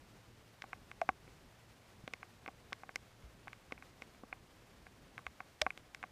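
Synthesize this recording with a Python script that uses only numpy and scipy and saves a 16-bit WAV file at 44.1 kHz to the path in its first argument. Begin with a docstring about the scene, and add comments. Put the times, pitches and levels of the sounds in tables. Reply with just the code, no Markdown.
"""From the start, filtered noise makes a quiet outdoor hush, over a faint low hum built from two wavering tones.
From 0.6 s the first drops of a storm fall on a small camera that looks up at the sky from a garden.
Each drop sends a blow and a burst of spray through the ringing plastic housing; tiny droplets tick at random.
A drop near 1 s and one near 5.6 s also ring a pocket of air in the water, as short dying tones.
Soft low bumps of the mount come between 1.1 and 5.6 s; the hum sinks away after about 3.6 s."""
import sys
import numpy as np
from scipy import signal
from scipy.fft import rfft, irfft
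from scipy.io import wavfile

SR = 44100
rng = np.random.default_rng(int(sys.argv[2]) if len(sys.argv) > 2 else 0)


def generate_wav(sig):
    """Save sig (samples, or channels by samples) to the path in sys.argv[1] as 16-bit PCM at SR."""
    pcm = np.round(np.clip(np.atleast_2d(sig).T, -1, 1) * 32767).astype(np.int16)
    wavfile.write(sys.argv[1], SR, pcm)


N = 269451  # length in samples, about 6.1 s


def gain_of(db):
    """Turns decibels into an amplitude factor."""
    return 10 ** (np.asarray(db) / 20)


def evened(x):
    """Scales a sound to an average (rms) strength of 1."""
    return x / np.sqrt(np.mean(x ** 2) + 1e-20)


def read_curve(points, hz):
    """Reads the dB of a (Hz, dB) curve, with straight lines between points on a log-frequency axis."""
    point_hz, point_db = np.transpose(points)
    return np.interp(np.log(hz + 1), np.log(point_hz + 1), point_db)


def add(mix, start_s, sound):
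    """Mixes a sound in at its start time, cutting off what runs past the end."""
    start = max(round(start_s * SR), 0)
    part = mix[start:][:len(sound)]
    part += sound[:len(part)]


def wander(rate_hz):
    """Smooth random movement of rms 1: noise that keeps only what changes slower than about rate_hz."""
    hz = np.fft.rfftfreq(N, 1 / SR)
    slow = rfft(rng.standard_normal(N)) * np.exp(-(hz / rate_hz) ** 2)
    return evened(irfft(slow, N))


def die_away(t, t60):
    """Exponential fade that falls by 60 dB in t60 seconds."""
    return np.exp(-np.log(1000) * t / t60)


def ring(hz, db, t60, size):
    """One vibration: a sine that dies away by friction and radiation."""
    t = np.arange(size) / SR
    return gain_of(db) * die_away(t, t60) * np.sin(2 * np.pi * hz * t)


def swelling_rings(rows, rise_s):
    """Single rings that swell briefly and then die."""
    out = np.zeros(N)
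    t = np.arange(SR // 2) / SR
    swell = 1 - np.exp(-t / rise_s)
    for start_s, hz, db, t60 in rows:
        add(out, start_s, ring(hz, db, t60, size=len(t)) * swell)
    return out


def coloured(x, points):
    """Minimum-phase filter along a (Hz, dB) curve: causal, so nothing sounds before the blow."""
    hz = abs(np.fft.fftfreq(len(x), 1 / SR))
    log_gain = np.log(gain_of(read_curve(points, hz)))
    # the Hilbert transform of the log gain supplies the matching phase
    response = np.exp(np.conj(signal.hilbert(log_gain)))
    return irfft(rfft(x) * response[:len(x) // 2 + 1])


def bell(x, hz, db, sharpness):
    """Causal resonant filter: a peak (db above 0) or a dip (db below 0) around hz."""
    s = 1j * np.fft.rfftfreq(len(x), 1 / SR) / hz
    top = s * s + s * gain_of(db) / sharpness + 1
    bottom = s * s + s / sharpness + 1
    return irfft(rfft(x) * top / bottom)


# Tone colour of the outdoor hush, before its two halves get their levels.
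# Each row: frequency in Hz, relative level in dB.
HUSH_COLOUR = [(12, -32), (20, -9.5), (59, -4), (80, -5), (115, -5.5), (174, -7.5), (294, -11.5),
               (328, -11), (357, -12), (1240, -18.5), (1390, -19), (2280, -21), (2620, -22.5),
               (5380, -27.5), (15000, -38.5)]
RUMBLE_DB, AIR_DB = -65, -66  # levels below and above the split, before easing and flutter


def hush(rumble_flutter_db=1.8, air_flutter_db=0.84, easing_db_per_s=0.15, split_hz=450):
    """Far wind and leaves: coloured noise whose rumble and hiss flutter apart, the rumble slowly easing."""
    hz, t = np.fft.rfftfreq(N, 1 / SR), np.arange(N) / SR
    noise = rfft(rng.standard_normal(N)) * gain_of(read_curve(HUSH_COLOUR, hz))
    low = 1 / (1 + (hz / split_hz) ** 8)
    rumble_db = RUMBLE_DB - easing_db_per_s * t + rumble_flutter_db * wander(9.5)
    air_db = AIR_DB + air_flutter_db * wander(29)
    rumble = evened(irfft(noise * low, N)) * gain_of(rumble_db)
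    air = evened(irfft(noise * (1 - low), N)) * gain_of(air_db)
    return rumble + air


# How loud the far hum is over time, before its small waver.
# Each row: time in seconds, level in dB.
HUM_LEVEL = [(0.0, -75), (0.32, -67.5), (1.22, -74), (1.62, -69), (2.86, -76), (2.96, -68.5), (3.62, -70.5),
             (3.66, -79), (5.99, -78.5), (6.11, -77)]
HUM_HZ = 113.7


def hum(octave_db=-13, waver_db=1.0, waver_hz=0.55):
    """A far motor drones: a tone and its weak octave, wavering a little in pitch and level."""
    angle = 2 * np.pi * np.cumsum(HUM_HZ + waver_hz * wander(4.1)) / SR
    tone = np.sin(angle) + gain_of(octave_db) * np.sin(2 * angle)
    level_db = np.interp(np.arange(N) / SR, *np.transpose(HUM_LEVEL))
    return evened(tone) * gain_of(level_db + waver_db * wander(4.8))


# Soft bumps of the mount.
# Each row: start in seconds, pitch in Hz, level in dB before the swell, time to die by 60 dB in seconds.
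MOUNT_BUMPS = [(1.092, 60, -53.5, 0.15), (2.0385, 154, -35, 0.026), (3.239, 57.5, -47.5, 0.29),
               (5.270, 69, -48.5, .1), (5.615, 64.5, -45.5, 0.22)]


def bumps():
    """The shaken mount gives single low rings that swell and die."""
    return swelling_rings(MOUNT_BUMPS, rise_s=0.0021)


# The ways the plastic housing vibrates.
# Each row: pitch in Hz, relative level in dB, time to die by 60 dB in seconds.
HOUSING_MODES = [(293, -38.5, 0.052), (488, -22.5, 0.03), (755.6, -4, 0.029), (1114, -1.48, 0.021),
                 (1548, 0.05, 0.013), (2134, 2.4, 0.011), (2405, 7.5, 0.0034), (3565, 3.5, 0.0031),
                 (4480, -7, 0.0051), (4990, -7.5, 0.0084), (5600, -8, 0.0086), (6400, -7, 0.0058),
                 (7800, -3, 0.0047), (9370, -4.5, 0.0034), (11900, -4, 0.0018)]


def housing():
    """The shell's answer to one blow; neighbouring modes move in opposite directions at the microphone."""
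    shell = 0
    for k, (hz, db, t60) in enumerate(HOUSING_MODES):
        shell = shell + (-1) ** k * ring(hz, db, t60, size=4096)
    return shell


def splash(size, level_db=-19, t60=0.026, edge_hz=3600):
    """The drop bursts into spray: a short patter of bright noise that swells in about half a millisecond."""
    t = np.arange(size) / SR
    burst = rng.standard_normal(size) * die_away(t, t60) * (1 - np.exp(-t / 0.00054))
    return gain_of(level_db) * coloured(burst, [(edge_hz / 2, -25), (edge_hz, 0), (8000, 0), (14000, -7)])


# Ways a drop can land on the housing, named for how they sound.
# Each entry: low thump, tick and hard crack, all in dB relative to the knock before the brightness tilt,
# then the dipped (node) frequency and the favoured frequency in Hz.
LANDING_KINDS = {"thud": (12.5, -3, -21, 2485, 1179), "knock": (13, -4.5, -21.5, 504, 820),
                 "tock": (2.2, 0, -20.5, 604, 612), "tap": (3.5, 4.5, -4, 5212, 1723),
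                 "tick": (10, 10.2, 2.2, 5150, 1220), "ping": (6, 7, -9.5, 5562, 2394),
                 "slap": (23.5, 3, -5.5, 455, 1822), "snap": (22.5, 8, -4, 1688, 1830),
                 "click": (19, 6.3, 7.1, 5200, 597), "clack": (4, 11, 13, 758, 1805),
                 "crack": (9.6, 6.4, 12.8, 1420, 1800), "zing": (20, 9.4, 10.6, 3500, 2010)}
SPRAY_DB = -15  # the highest band at 9000 Hz, relative to the crack


def drop(shell, landing, knock_db, brightness_db):
    """A soft landing stirs mostly low modes, a hard one the high ones too; brightness tilts the blow."""
    thump_db, tick_db, crack_db, node_hz, favoured_hz = LANDING_KINDS[landing]
    blow = [(60, thump_db - 31.0), (220, thump_db), (450, thump_db), (700, 0), (1200, 0),
            (2020, tick_db), (2530, tick_db), (3240, crack_db), (5500, crack_db), (9000, crack_db + SPRAY_DB)]
    hz, db = np.transpose(blow)
    octaves = np.log2(np.maximum(hz, 250) / 1000)  # the tilt turns around 1000 Hz and stops below 250 Hz
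    tilted_blow = np.c_[hz, db + brightness_db * octaves]
    knock = coloured(shell + splash(size=len(shell)), tilted_blow)
    # the landing spot lies on a node (still point) of one vibration and on a crest of another
    knock = bell(knock, node_hz, db=-38, sharpness=2.5)
    knock = bell(knock, favoured_hz, db=7.0, sharpness=6.9)
    return gain_of(knock_db) * knock


def droplets(shell, knock_db=-71, spread_db=6, brightness_db=-2, count=20):
    """Tiny droplets land very softly on the shell, at random moments and in any way."""
    out = np.zeros(N)
    landings = list(LANDING_KINDS)
    for when, weight, spot in rng.random((count, 3)):
        landing = landings[int(spot * len(landings))]
        tick = drop(shell, landing, knock_db + spread_db * weight, brightness_db)
        add(out, when * N / SR, tick)
    return out


# Air pockets that ring in the water under a drop.
# Each row: start in seconds, pitch in Hz, level in dB before the swell, time to die by 60 dB in seconds.
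AIR_POCKETS = [(1.0158, 684, -18, 0.031), (1.0295, 663, -34.5, 0.039), (5.6172, 618, -26.5, 0.054)]


def plops():
    """A pocket of air trapped in the water rings at its own pitch, swelling and then dying."""
    return swelling_rings(AIR_POCKETS, rise_s=0.002)


# The drops that hit the housing squarely.
# Each row: start in seconds, kind of landing, knock setting in dB, brightness in dB per octave.
SQUARE_DROPS = [(0.6207, "clack", -45, -3.1), (0.64, "knock", -42, -1.3), (0.7307, "tock", -35, 1.8),
                (0.9143, "tick", -49, 0.4), (1.015, "knock", -32.5, 5.5), (1.0902, "knock", -20.5, 0.95),
                (1.2777, "snap", -56, -2.5), (2.0773, "click", -42, -1), (2.136, "snap", -41.5, 4),
                (2.2293, "tock", -40.5, 1.9), (2.4611, "tick", -46, -2), (2.478, "snap", -43.5, 0.3),
                (2.4842, "knock", -39.5, -3.2), (2.7234, "thud", -41, -2), (2.729, "clack", -39.5, -3.2),
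                (2.834, "knock", -42, 0.5), (2.8919, "tap", -42.5, -4), (2.958, "zing", -41, 2),
                (3.4725, "knock", -43.5, -2.2), (3.48, "tap", -45.5, 1), (3.5305, "tick", -52, 2),
                (3.7092, "thud", -52.5, 0), (3.722, "snap", -38.5, 0.2), (3.7774, "ping", -56, -0.3),
                (3.8239, "tock", -47, 3.5), (4.0206, "snap", -45.5, 2), (4.235, "thud", -48.5, -10),
                (4.3271, "ping", -38.5, -2.5), (4.8669, "tap", -49.5, -2.7), (5.179, "tap", -44, 2),
                (5.1898, "thud", -49, 3.2), (5.266, "tick", -40, -0.6), (5.4039, "tock", -35.5, -1.1),
                (5.615, "slap", -36.5, 5.6), (5.6172, "crack", -29.5, -0.2), (5.6647, "tock", -22.5, -3),
                (5.7045, "ping", -45, 4.5), (5.7757, "click", -51, 2), (5.947, "slap", -49, 7),
                (6.0284, "tap", -43.5, 1.5), (6.0378, "tock", -33.5, -2.5)]


def rain(shell):
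    """Each square hit excites the shell with its own kind of blow."""
    out = np.zeros(N)
    for start_s, landing, knock_db, brightness_db in SQUARE_DROPS:
        add(out, start_s, drop(shell, landing, knock_db, brightness_db))
    return out


def scene():
    """Drops on the housing over the garden's background."""
    background = hush() + hum() + bumps()
    shell = housing()
    water = droplets(shell) + plops() + rain(shell)
    return (background + water)[None]  # one channel


WHINE_HZ, WHINE_DB = 14566, -103.5
EDGE_HZ = 15300  # treble above this is removed


def record(dry):
    """The camera adds its extremely faint, steady whine; then a low-pass filter limits the treble."""
    whine = gain_of(WHINE_DB) * evened(np.sin(2 * np.pi * WHINE_HZ * np.arange(N) / SR))
    low_pass = signal.firwin(255, EDGE_HZ, window=("kaiser", 8), fs=SR)
    return signal.oaconvolve(dry + whine, low_pass[None], "same")


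dry = scene()
out = record(dry)
generate_wav(out)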